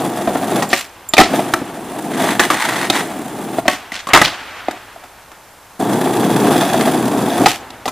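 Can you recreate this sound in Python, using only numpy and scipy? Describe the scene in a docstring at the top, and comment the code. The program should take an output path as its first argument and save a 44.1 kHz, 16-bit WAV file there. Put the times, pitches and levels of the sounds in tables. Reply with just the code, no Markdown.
"""An outdoor skatepark, where two skaters take turns at flip tricks on the asphalt.
Grit under the wheels drives the wooden deck and the trucks into forced vibration, and the wheels skid
through a turn by stick-slip friction. Tails pop, shoes rasp on grip tape and a loose washer rings;
boards slam down, exciting the deck's modes hard enough to overload the microphone. Ramps return early
reflections and a forest edge a diffuse reverberation, over faint distant traffic."""
import sys
import numpy as np
from scipy import signal
from scipy.fft import rfft, irfft, next_fast_len
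from scipy.io import wavfile
from scipy.ndimage import uniform_filter1d

SR = 44100
rng = np.random.default_rng(int(sys.argv[2]) if len(sys.argv) > 2 else 0)


def dump_mix(stems):
    """Bounce the given channels to the path in sys.argv[1] as a 16-bit WAV at rate SR."""
    frames = np.atleast_2d(stems).T  # one column per channel
    limited = np.clip(frames, -1, 1)  # hard clip at full scale
    pcm = np.round(limited * 32767).astype(np.int16)
    wavfile.write(sys.argv[1], SR, pcm)


N = 348831
T = np.arange(N) / SR

# ambient noise spectrum: f/Hz, level/dB
AIR_SPECTRUM = [(25, -8), (55, -1), (85, -4), (125, -7), (400, -6.5), (700, -1.5), (950, -1.5),
                (1500, -6.5), (2200, -11), (4500, -16), (10000, -18), (14000, -19.5), (15500, -28)]
# reverberation bands: f/Hz, level/dB, T60/s
REVERB_BANDS = [(90, 1, 7.4), (310, -5, 1.7), (800, -3, 2.15), (1480, -3, 3), (2570, -4, 2.2),
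                (4800, -14, 0.5), (10000, -23, .4)]
# spectrum of the early reflections: f/Hz, gain/dB
RAMP_RESPONSE = [(100, 6), (500, -3.5), (2000, -2), (5000, -0.5), (8000, 3), (14000, -0.5)]
# range of the tricks, which sets their share of echo: t/s, distance/m
TRICK_DISTANCE = [(1.3, 4), (3.5, 10), (5.7, 10), (5.8, 3)]
# difference between the two microphone ports: f/Hz, side minus mid/dB
PORT_WIDTH = [(40, -12), (130, -21.5), (600, -25), (2000, -20.5), (4000, -13), (6500, -4.5), (15000, -5.5)]
# their unequal sensitivity: f/Hz, left minus right/dB
PORT_BALANCE = [(150, 1.2), (600, 0.5), (3000, 0), (8000, -2), (14000, -1.5)]

# rolling level, set by speed and nearness, one curve per ride: t/s, level/dB
RIDE_LEVELS = [
    [(0.0, -19.5), (0.28, -22), (0.44, -22), (0.57, -14), (0.67, -30), (0.72, -24)],
    [(1.26, -32), (1.35, -11.5), (1.46, -21), (1.66, -30.5), (1.88, -27), (2.08, -23.5), (2.24, -14),
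     (2.37, -21.5), (2.57, -22.5)],
    [(2.64, -23.5), (2.95, -23), (3.27, -28), (3.605, -22)],
    [(5.796, -14.5), (6.3, -12), (6.48, -8), (6.76, -9.5), (7.1, -14), (7.3, -12.5), (7.45, -9.5)],
]
# each ride's own colour: rattle gain/dB, hiss gain/dB
RIDE_GAINS = [(2.5, 2), (1, 1), (1, 2), (-4, -2.5)]
# the rider loads (+) or unloads (-) the deck: t/s, half length/s, rumble gain/dB
LOAD_CHANGES = [(1.35, 0.018, -2), (2.24, 0.065, -1.5), (6.684, 0.085, -9), (7.334, 0.045, -8)]
# spectra of rumble, wheel hiss and skid: f/Hz, level/dB
RUMBLE_SPECTRUM = [(35, -58), (70, -41), (105, -17), (150, -10.5), (230, -3), (330, -3), (420, -8),
                   (490, -10.5), (550, -19), (900, -14.5), (3000, -50)]
HISS_SPECTRUM = [(80, -40), (600, -11), (1500, 0), (3500, -6), (5200, -9), (7500, -3.5), (10500, -3),
                 (12500, -11), (15500, -8.5)]
SKID_SPECTRUM = [(60, -45), (200, -35), (600, -8), (900, 3), (1400, -1.5), (1950, 2.5), (2600, -7.5),
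                 (3600, -6.5), (5200, -15.5), (9000, -15), (15000, -26.5)]
# resonances of the loaded board, then of wheels and axles: f/Hz, bandwidth/Hz, level/dB
BOARD_RESONANCES = [(708, 118, 9.5), (794, 200, -1), (1090, 190, -3.5), (1160, 710, -15), (1600, 1150, -11),
                    (2670, 990, -20.5), (3220, 230, -39)]
WHEEL_RESONANCES = [(1710, 230, 15), (2540, 340, 8.5), (3400, 260, 14), (3840, 43, 4), (4520, 150, 5),
                    (5190, 120, 1), (5930, 110, 3), (9600, 610, -1), (10700, 390, -2)]
# sideways slides: start/s, end/s, attack/s, level/dB, swell/(dB/s)
SLIDES = [(2.09, 2.335, 0.16, -20, -1), (2.404, 2.455, 0.0092, -16, -60),
          (2.503, 2.877, 0.01, -17.5, -16.5), (2.912, 3.012, 0.02, -20.5, 20)]

# normal modes of the washer and of the deck: f/Hz, level/dB, T60/s
WASHER_MODES = [(7300, 7, 0.039), (8800, 8, 0.013), (13950, 8, 0.018)]
DECK_MODES = [(353, -12, 0.11), (631, -5.5, 0.11), (734, 0.5, 0.065), (806.4, -0.5, 0.078),
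              (965, -8, 0.078), (1248, -1, 0.072), (1382, -9.5, 0.085), (1803, -3, 0.039),
              (1990, -4.5, 0.072), (2510, -5, 0.05), (3460, 8.5, 0.0041)]
# the washer is set ringing: t/s, level/dB
WASHER_STRIKES = [(.689, -28.5), (0.791, -31.5), (1.088, -22.5)]
# shoes and asphalt rub the grip tape: peak t/s, level/dB, centre f/Hz, cutoff f/Hz
TAPE_RUBS = [(0.715, -29, 3500, 12000), (1.24, -15, 2520, 8050), (3.945, -22.5, 2130, 10300),
             (3.98, -25, 2110, 8000), (4.115, -18.5, 1170, 3460), (4.25, -12.5, 3800, 5170)]
# bumps and feet knock the deck: t/s, level/dB, decay/s, thud/dB
SOFT_IMPACTS = [(0.274, -10, 0.028, -4), (0.356, -16.5, 0.0048, 0), (1.337, -11.5, 0.0084, -8),
                (1.392, -11.5, 0.011, -8), (1.615, -34.5, 0.007, 15), (3.584, -13, 0.0046, -4.5),
                (3.655, -16.5, 0.029, -6), (4.684, -12, 0.003, -7.5), (4.96, -31, 0.051, -22),
                (6.073, -22, 0.0025, 5.5), (6.628, -10, 0.057, -27), (6.742, -9, 0.025, -11),
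                (7.408, -19, 0.025, 4)]
# wheels or deck edge slap the ground: t/s, level/dB, ring f/Hz, ring/dB, decay/s
HARD_IMPACTS = [(0.623, -12.5, 970, -6, 0.014), (1.1356, -8, 3600, 1, 0.006),
                (1.168, -12.5, 2420, 1, 0.0054), (1.537, -7.5, 1390, -3, 0.0036),
                (2.395, -4, 1760, -6, 0.012), (2.502, -7.5, 1200, -3, 0.014),
                (2.8996, -7.5, 3770, -3, 0.0041), (3.9194, -21.5, 2000, 7, 0.0059),
                (4.070, -19.5, 1090, 0, 0.011), (4.088, -19.5, 1110, 0, 0.0066),
                (4.2153, -2, 1780, -15, 0.0056), (4.322, -39, 1400, -5, 0.003),
                (4.411, -34, 1410, 12, 0.0065), (4.71, -26, 1350, -3, 0.0045),
                (5.037, -33.5, 746, -16, 0.013), (5.317, -37, 990, -5, 0.004),
                (6.809, -17.5, 1690, -14, 0.003), (7.704, -32.5, 3700, -20, 0.0018),
                (7.856, -16, 750, -1, 0.011), (7.879, -16, 845, -1, 0.0091)]
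# the tail strikes and a shoe flicks: t/s, level/dB, ring f/Hz, decay/s, flick level/dB
TAKE_OFFS = [(0.7302, -5, 2100, 0.0053, -19), (3.68, -2.5, 1770, 0.0031, -25.5),
             (7.4595, 2, 826, 0.007, -18)]
# the board lands: t/s, level/dB, rebound gap/s, step per rebound/dB, rebound f/Hz, thud/dB
LANDINGS = [(1.180, 5.5, 0.0105, -2, 733, -6.5), (4.134, 5.5, 0.013, -3.5, 1260, -13.5)]


def undb(db):
    """Amplitude ratio of a level in decibels."""
    return 10 ** (np.asarray(db) / 20)


def unit(x):
    """Normalisation to rms 1."""
    return x / np.sqrt(np.mean(x ** 2))


def unit_energy(x):
    """Normalisation of a transient to the energy of 10 ms at rms 1."""
    return x / np.sqrt(np.sum(x ** 2) / (SR / 100))


def curve(rows):
    """Linear interpolation of (t/s, value) points."""
    return np.interp(T, *np.transpose(rows))


def add(out, s, x):
    """Superposition of a transient at time s."""
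    i = int(s * SR)
    out[i:i + len(x)] += x[:N - i]


def shape(x, response):
    """Linear filtering: the spectrum times a frequency response."""
    size = next_fast_len(len(x) + 2048)
    f = np.maximum(np.arange(size // 2 + 1) * SR / size, 1)
    return irfft(rfft(x, size) * response(f), size)[:len(x)]


def colour(x, points):
    """Zero-phase filtering through (f/Hz, gain/dB) points."""
    hz, db = np.transpose(points)
    return shape(x, lambda f: undb(np.interp(np.log(f), np.log(hz), db)))


def soften(x, cutoff_hz):
    """Second-order low-pass filtering."""
    return shape(x, lambda f: 1 / (1 + np.sqrt(2) * 1j * f / cutoff_hz - (f / cutoff_hz) ** 2))


def resonance(f, hz, width):
    """Response of a damped oscillator, gain 1 at its centre."""
    return 1 / (1 + 1j * (f * f - hz * hz) / (f * width))


def walk(rate):
    """Slow random modulation with a spread near 1."""
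    knots = rng.standard_normal(4096)
    return 1.2 * np.interp(T * rate, np.arange(len(knots)), knots)


def grit(rate, spread_db):
    """Shot noise: independent clicks of unequal size, rate per second."""
    hit = rng.random(N) < rate / SR
    return unit(hit * rng.standard_normal(N) * undb(spread_db * np.minimum(rng.exponential(size=N), 4)))


def ring(modes, t, detune):
    """Free vibration: a sum of damped modes, detuned a little at each strike."""
    hz, db, t60 = np.transpose(modes)[:, :, None]
    shift, polarity = rng.standard_normal((2, len(modes), 1))
    waves = np.sin(2 * np.pi * hz * (1 + detune * shift) * t) * np.exp(-np.log(1000) * t / t60)
    return np.sum(np.sign(polarity) * undb(db) * waves, axis=0)


def air(level_db=-42.5):
    """Ambient noise: distant traffic, trees and a faint hiss add incoherently."""
    return unit(colour(rng.standard_normal(N), AIR_SPECTRUM)) * undb(level_db + 0.28 * walk(6))


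def reverberation(x):
    """Scattering by trees and fences forms a diffuse field whose treble decays first."""
    t, wash = T[:2 * SR], 0
    for hz, db, t60 in REVERB_BANDS:
        band = lambda f: resonance(f, hz, 0.82 * hz) ** 2
        decay = (1 - np.exp(-t / .04)) * undb(-120 * t / t60)  # energy falls 60 dB in t60
        energy = signal.fftconvolve(shape(x, band) ** 2, decay / decay.sum())[:N]
        carrier = unit(shape(rng.standard_normal(N), band))
        wash = wash + undb(db) * np.sqrt(np.abs(energy)) * carrier
    return wash * undb(1.5 * walk(35))


def ramp_echoes(x):
    """Early reflections from the nearest ramps arrive in a dense cluster."""
    t = T[:SR // 3]
    envelope = (1 - np.exp(-t / 0.048)) * np.exp(-t / 0.031)
    cluster = unit(rng.standard_normal(len(t)) * envelope) / np.sqrt(len(t))
    return colour(signal.fftconvolve(x, cluster)[:N], RAMP_RESPONSE)


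def underside(x):
    """Interference of reflections between deck and asphalt combs the treble."""
    t = T[:SR // 100]
    bounces = rng.standard_normal(len(t)) * np.exp(-t / 0.002) * (t > .0007)
    bounces = colour(bounces / np.sqrt(np.sum(bounces ** 2)), [(1200, -36), (4000, -29), (15000, -10)])
    return unit(x + signal.fftconvolve(x, bounces)[:N])


def board_response(f):
    """Modal superposition: the loaded board's resonances, each narrowed by a broad band-pass."""
    return sum(undb(db) * resonance(f, hz, width) * resonance(f, hz, 0.96 * hz)
               for hz, width, db in BOARD_RESONANCES)


def wheel_response(f):
    """Modal superposition: the lightly damped resonances of wheels and axles."""
    return sum(undb(db) * resonance(f, hz, width) for hz, width, db in WHEEL_RESONANCES)


def rolling(rotation_hz=23.95, usual_db=-20):
    """Forced vibration: stones in the asphalt shake deck and trucks while the urethane hisses."""
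    drive_db = curve([row for ride in RIDE_LEVELS for row in ride]) - usual_db
    load_db = sum(db * np.exp(-((T - s) / length) ** 2) for s, length, db in LOAD_CHANGES)
    bumps = walk(110)  # coarse patches shake everything at once
    angle = 2 * np.pi * np.cumsum(rotation_hz * (1 + 0.0732 * walk(4.3))) / SR
    worn_spot = np.exp(5 * (np.cos(angle) - 1))  # comes round once a turn
    stones = grit(rate=3000, spread_db=-1) * undb(2.4 * bumps)
    sand = grit(rate=18000, spread_db=4.5) * undb(2.3 * bumps + worn_spot)
    ticks = grit(rate=1300, spread_db=0.5) * undb(1.55 * bumps + 6.6 * worn_spot)
    roughness = grit(rate=4000, spread_db=2) * undb(0.16 * bumps)
    rumble = unit(colour(roughness, RUMBLE_SPECTRUM)) * undb(-22 + 0.89 * drive_db + load_db)
    rattle = unit(shape(stones, board_response)) * undb(-25.5 + drive_db)
    # the wheels ring out when fast and lightly loaded
    wheel_ring = unit(shape(ticks, wheel_response)) * undb(-4.5 + 0.37 * drive_db - 0.56 * load_db)
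    tread = underside(colour(sand + 0.33 * stones, HISS_SPECTRUM))
    hiss = (tread + wheel_ring) * undb(-35 + 0.84 * drive_db)
    out = np.zeros(N)
    for ride, (rattle_db, hiss_db) in zip(RIDE_LEVELS, RIDE_GAINS):
        start, end = ride[0][0], ride[-1][0]
        grounded = uniform_filter1d(1. * ((T >= start) & (T <= end)), size=400)
        out += grounded * (rumble + undb(rattle_db) * rattle + undb(hiss_db) * hiss)
    return out


def skid(grip_s=0.0037, trail_db=-15, trail_s=0.07):
    """Stick-slip friction: sideways wheels judder, then grip again with a faint trailing scrape."""
    slips = grit(rate=6000, spread_db=1.6) * undb(2.2 * walk(130))
    envelope = np.zeros(N)
    for start, end, attack, db, swell in SLIDES:
        held = np.clip(T - start, 0, end - start)
        after = np.maximum(T - end, 0)
        release = np.maximum(np.exp(-after / grip_s), undb(trail_db) * np.exp(-after / trail_s))
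        envelope += np.minimum(held / attack, 1) * undb(db + swell * held) * release
    return underside(colour(slips, SKID_SPECTRUM)) * envelope


def washer_pings():
    """Free vibration of a loose washer on the axle swells into a brief, bright ring."""
    out, t = np.zeros(N), T[:SR // 5]
    swell = 1 - np.exp(-t / 0.007)
    for s, db in WASHER_STRIKES:
        add(out, s, undb(db) * unit_energy(ring(WASHER_MODES, t, detune=0.0033) * swell))
    return out


def rasp(s, hz, cutoff_hz, rise_s, fall_s):
    """Friction noise: the grains of the grip tape click in a swell that peaks at time s."""
    out = np.zeros(N)
    grain = grit(rate=9000, spread_db=4) * undb(2.6 * walk(200))
    near = (T > s - 2 * rise_s) & (T < s + 5 * fall_s)
    t = T[near] - s
    rub = shape(grain[near], lambda f: resonance(f, hz, hz))
    envelope = np.exp(np.where(t < 0, -(t / rise_s) ** 2, -t / fall_s))
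    out[near] = unit(soften(soften(rub, cutoff_hz), cutoff_hz)) * envelope
    return out


def scuffs():
    """Sliding friction on the grip tape around take-offs and landings."""
    return sum(undb(db) * rasp(s, hz, cutoff_hz, rise_s=0.017, fall_s=0.021)
               for s, db, hz, cutoff_hz in TAPE_RUBS)


def impact(ring_hz, decay_s, ring_db, thud_db, cutoff_hz):
    """Impulsive excitation: a crack, a contact ring, the deck's modes and the rider's weight thudding."""
    t = T[:SR // 5]
    fade = (1 - np.exp(-t / 0.00098)) * np.exp(-t / decay_s)
    chatter = rng.standard_normal((3, len(t))) * fade
    crack = unit_energy(shape(chatter[0], lambda f: resonance(f, 2200, 17500)))
    judder = unit_energy(shape(chatter[1], lambda f: resonance(f, ring_hz, .5 * ring_hz) ** 2))
    damping = np.exp(-t * ring_hz / 9)  # high rings die first
    contact = unit_energy(np.sin(2 * np.pi * ring_hz * t) * fade * damping)
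    deck = unit_energy(ring(DECK_MODES, t, detune=0.0524))
    thud = unit_energy(shape(chatter[2], lambda f: resonance(f, 294, 130) * resonance(f, 110, 1060)))
    wood = crack + undb(0.5) * judder + undb(ring_db) * contact + undb(1) * deck
    return unit_energy(soften(wood, cutoff_hz)) + undb(thud_db) * thud


def knocks(ring_hz=681):
    """Compliant contacts excite little treble and ring the deck at its main resonance."""
    out = np.zeros(N)
    for s, db, decay_s, thud_db in SOFT_IMPACTS:
        add(out, s, undb(db) * impact(ring_hz, decay_s, ring_db=9, thud_db=thud_db, cutoff_hz=2500))
    return out


def clacks():
    """Stiff contacts with the ground excite a wide, bright spectrum."""
    out = np.zeros(N)
    for s, db, ring_hz, ring_db, decay_s in HARD_IMPACTS:
        add(out, s, undb(db) * impact(ring_hz, decay_s, ring_db, thud_db=-9.5, cutoff_hz=8100))
    return out


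def tail_pops(flick_lag_s=0.05):
    """Impact, then friction: the tail cracks on the asphalt and the front shoe flicks up the tape."""
    out = np.zeros(N)
    for s, db, ring_hz, decay_s, flick_db in TAKE_OFFS:
        add(out, s, undb(db) * impact(ring_hz, decay_s, ring_db=-10.5, thud_db=-11, cutoff_hz=5000))
        flick = rasp(s + flick_lag_s, hz=2310, cutoff_hz=25000, rise_s=0.053, fall_s=0.031)
        out += undb(flick_db) * flick
    return out


def slams(contacts=4, first_ring_hz=2030):
    """Inelastic collision: a hard landing, then lower-pitched rebounds, each weaker than the last."""
    out = np.zeros(N)
    for s, db, gap, step_db, rebound_hz, thud_db in LANDINGS:
        for k in range(contacts):
            ring_hz = rebound_hz if k else first_ring_hz
            hit = impact(ring_hz, decay_s=0.005, ring_db=-13, thud_db=thud_db, cutoff_hz=5400)
            add(out, s + k * gap, undb(db + k * step_db) * hit)
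    return out


def stereo_ports(x, crossover_hz=900):
    """Spatial coherence: two close microphone ports agree in the bass and drift apart in the treble."""
    side = colour(x, PORT_WIDTH)
    bass = shape(side, lambda f: 1j / (1 + (f / crossover_hz) ** 4))  # a slight lag between the ports
    treble = shape(side, lambda f: 1 / (1 + (crossover_hz / f) ** 4))
    scatter = irfft(np.exp(2j * np.pi * rng.random(65)))
    drift = np.sqrt(2) * np.sin(np.cumsum(walk(130)) * 200 / SR)  # their likeness keeps changing
    side = bass + signal.fftconvolve(treble, scatter)[:N] * drift
    left = colour(x + side, [(hz, db / 2) for hz, db in PORT_BALANCE])
    right = colour(x - side, [(hz, -db / 2) for hz, db in PORT_BALANCE])
    return np.array([left, right])


def scene():
    """Superposition of direct sound, echoes and air; a trick's share of echo grows with distance."""
    wheels = rolling() + skid()
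    tricks = tail_pops() + slams() + clacks() + knocks() + scuffs() + washer_pings()
    echo_db = -19.5 + 3.5 * np.log2(curve(TRICK_DISTANCE))  # 3.5 dB per doubling of distance
    outward = wheels * undb(-6) + tricks * undb(echo_db)
    echoes = undb(-3) * ramp_echoes(outward) + undb(-8) * reverberation(outward)
    return stereo_ports(wheels + tricks + echoes + air())


def record(dry):
    """Overload: clipping flattens the loudest blows, and a steep low-pass limits the bandwidth."""
    clipped = np.clip(dry, -1, 1)
    return signal.sosfilt(signal.ellip(10, .1, 70, 15400, fs=SR, output="sos"), clipped)


dry = scene()
out = record(dry)
dump_mix(out)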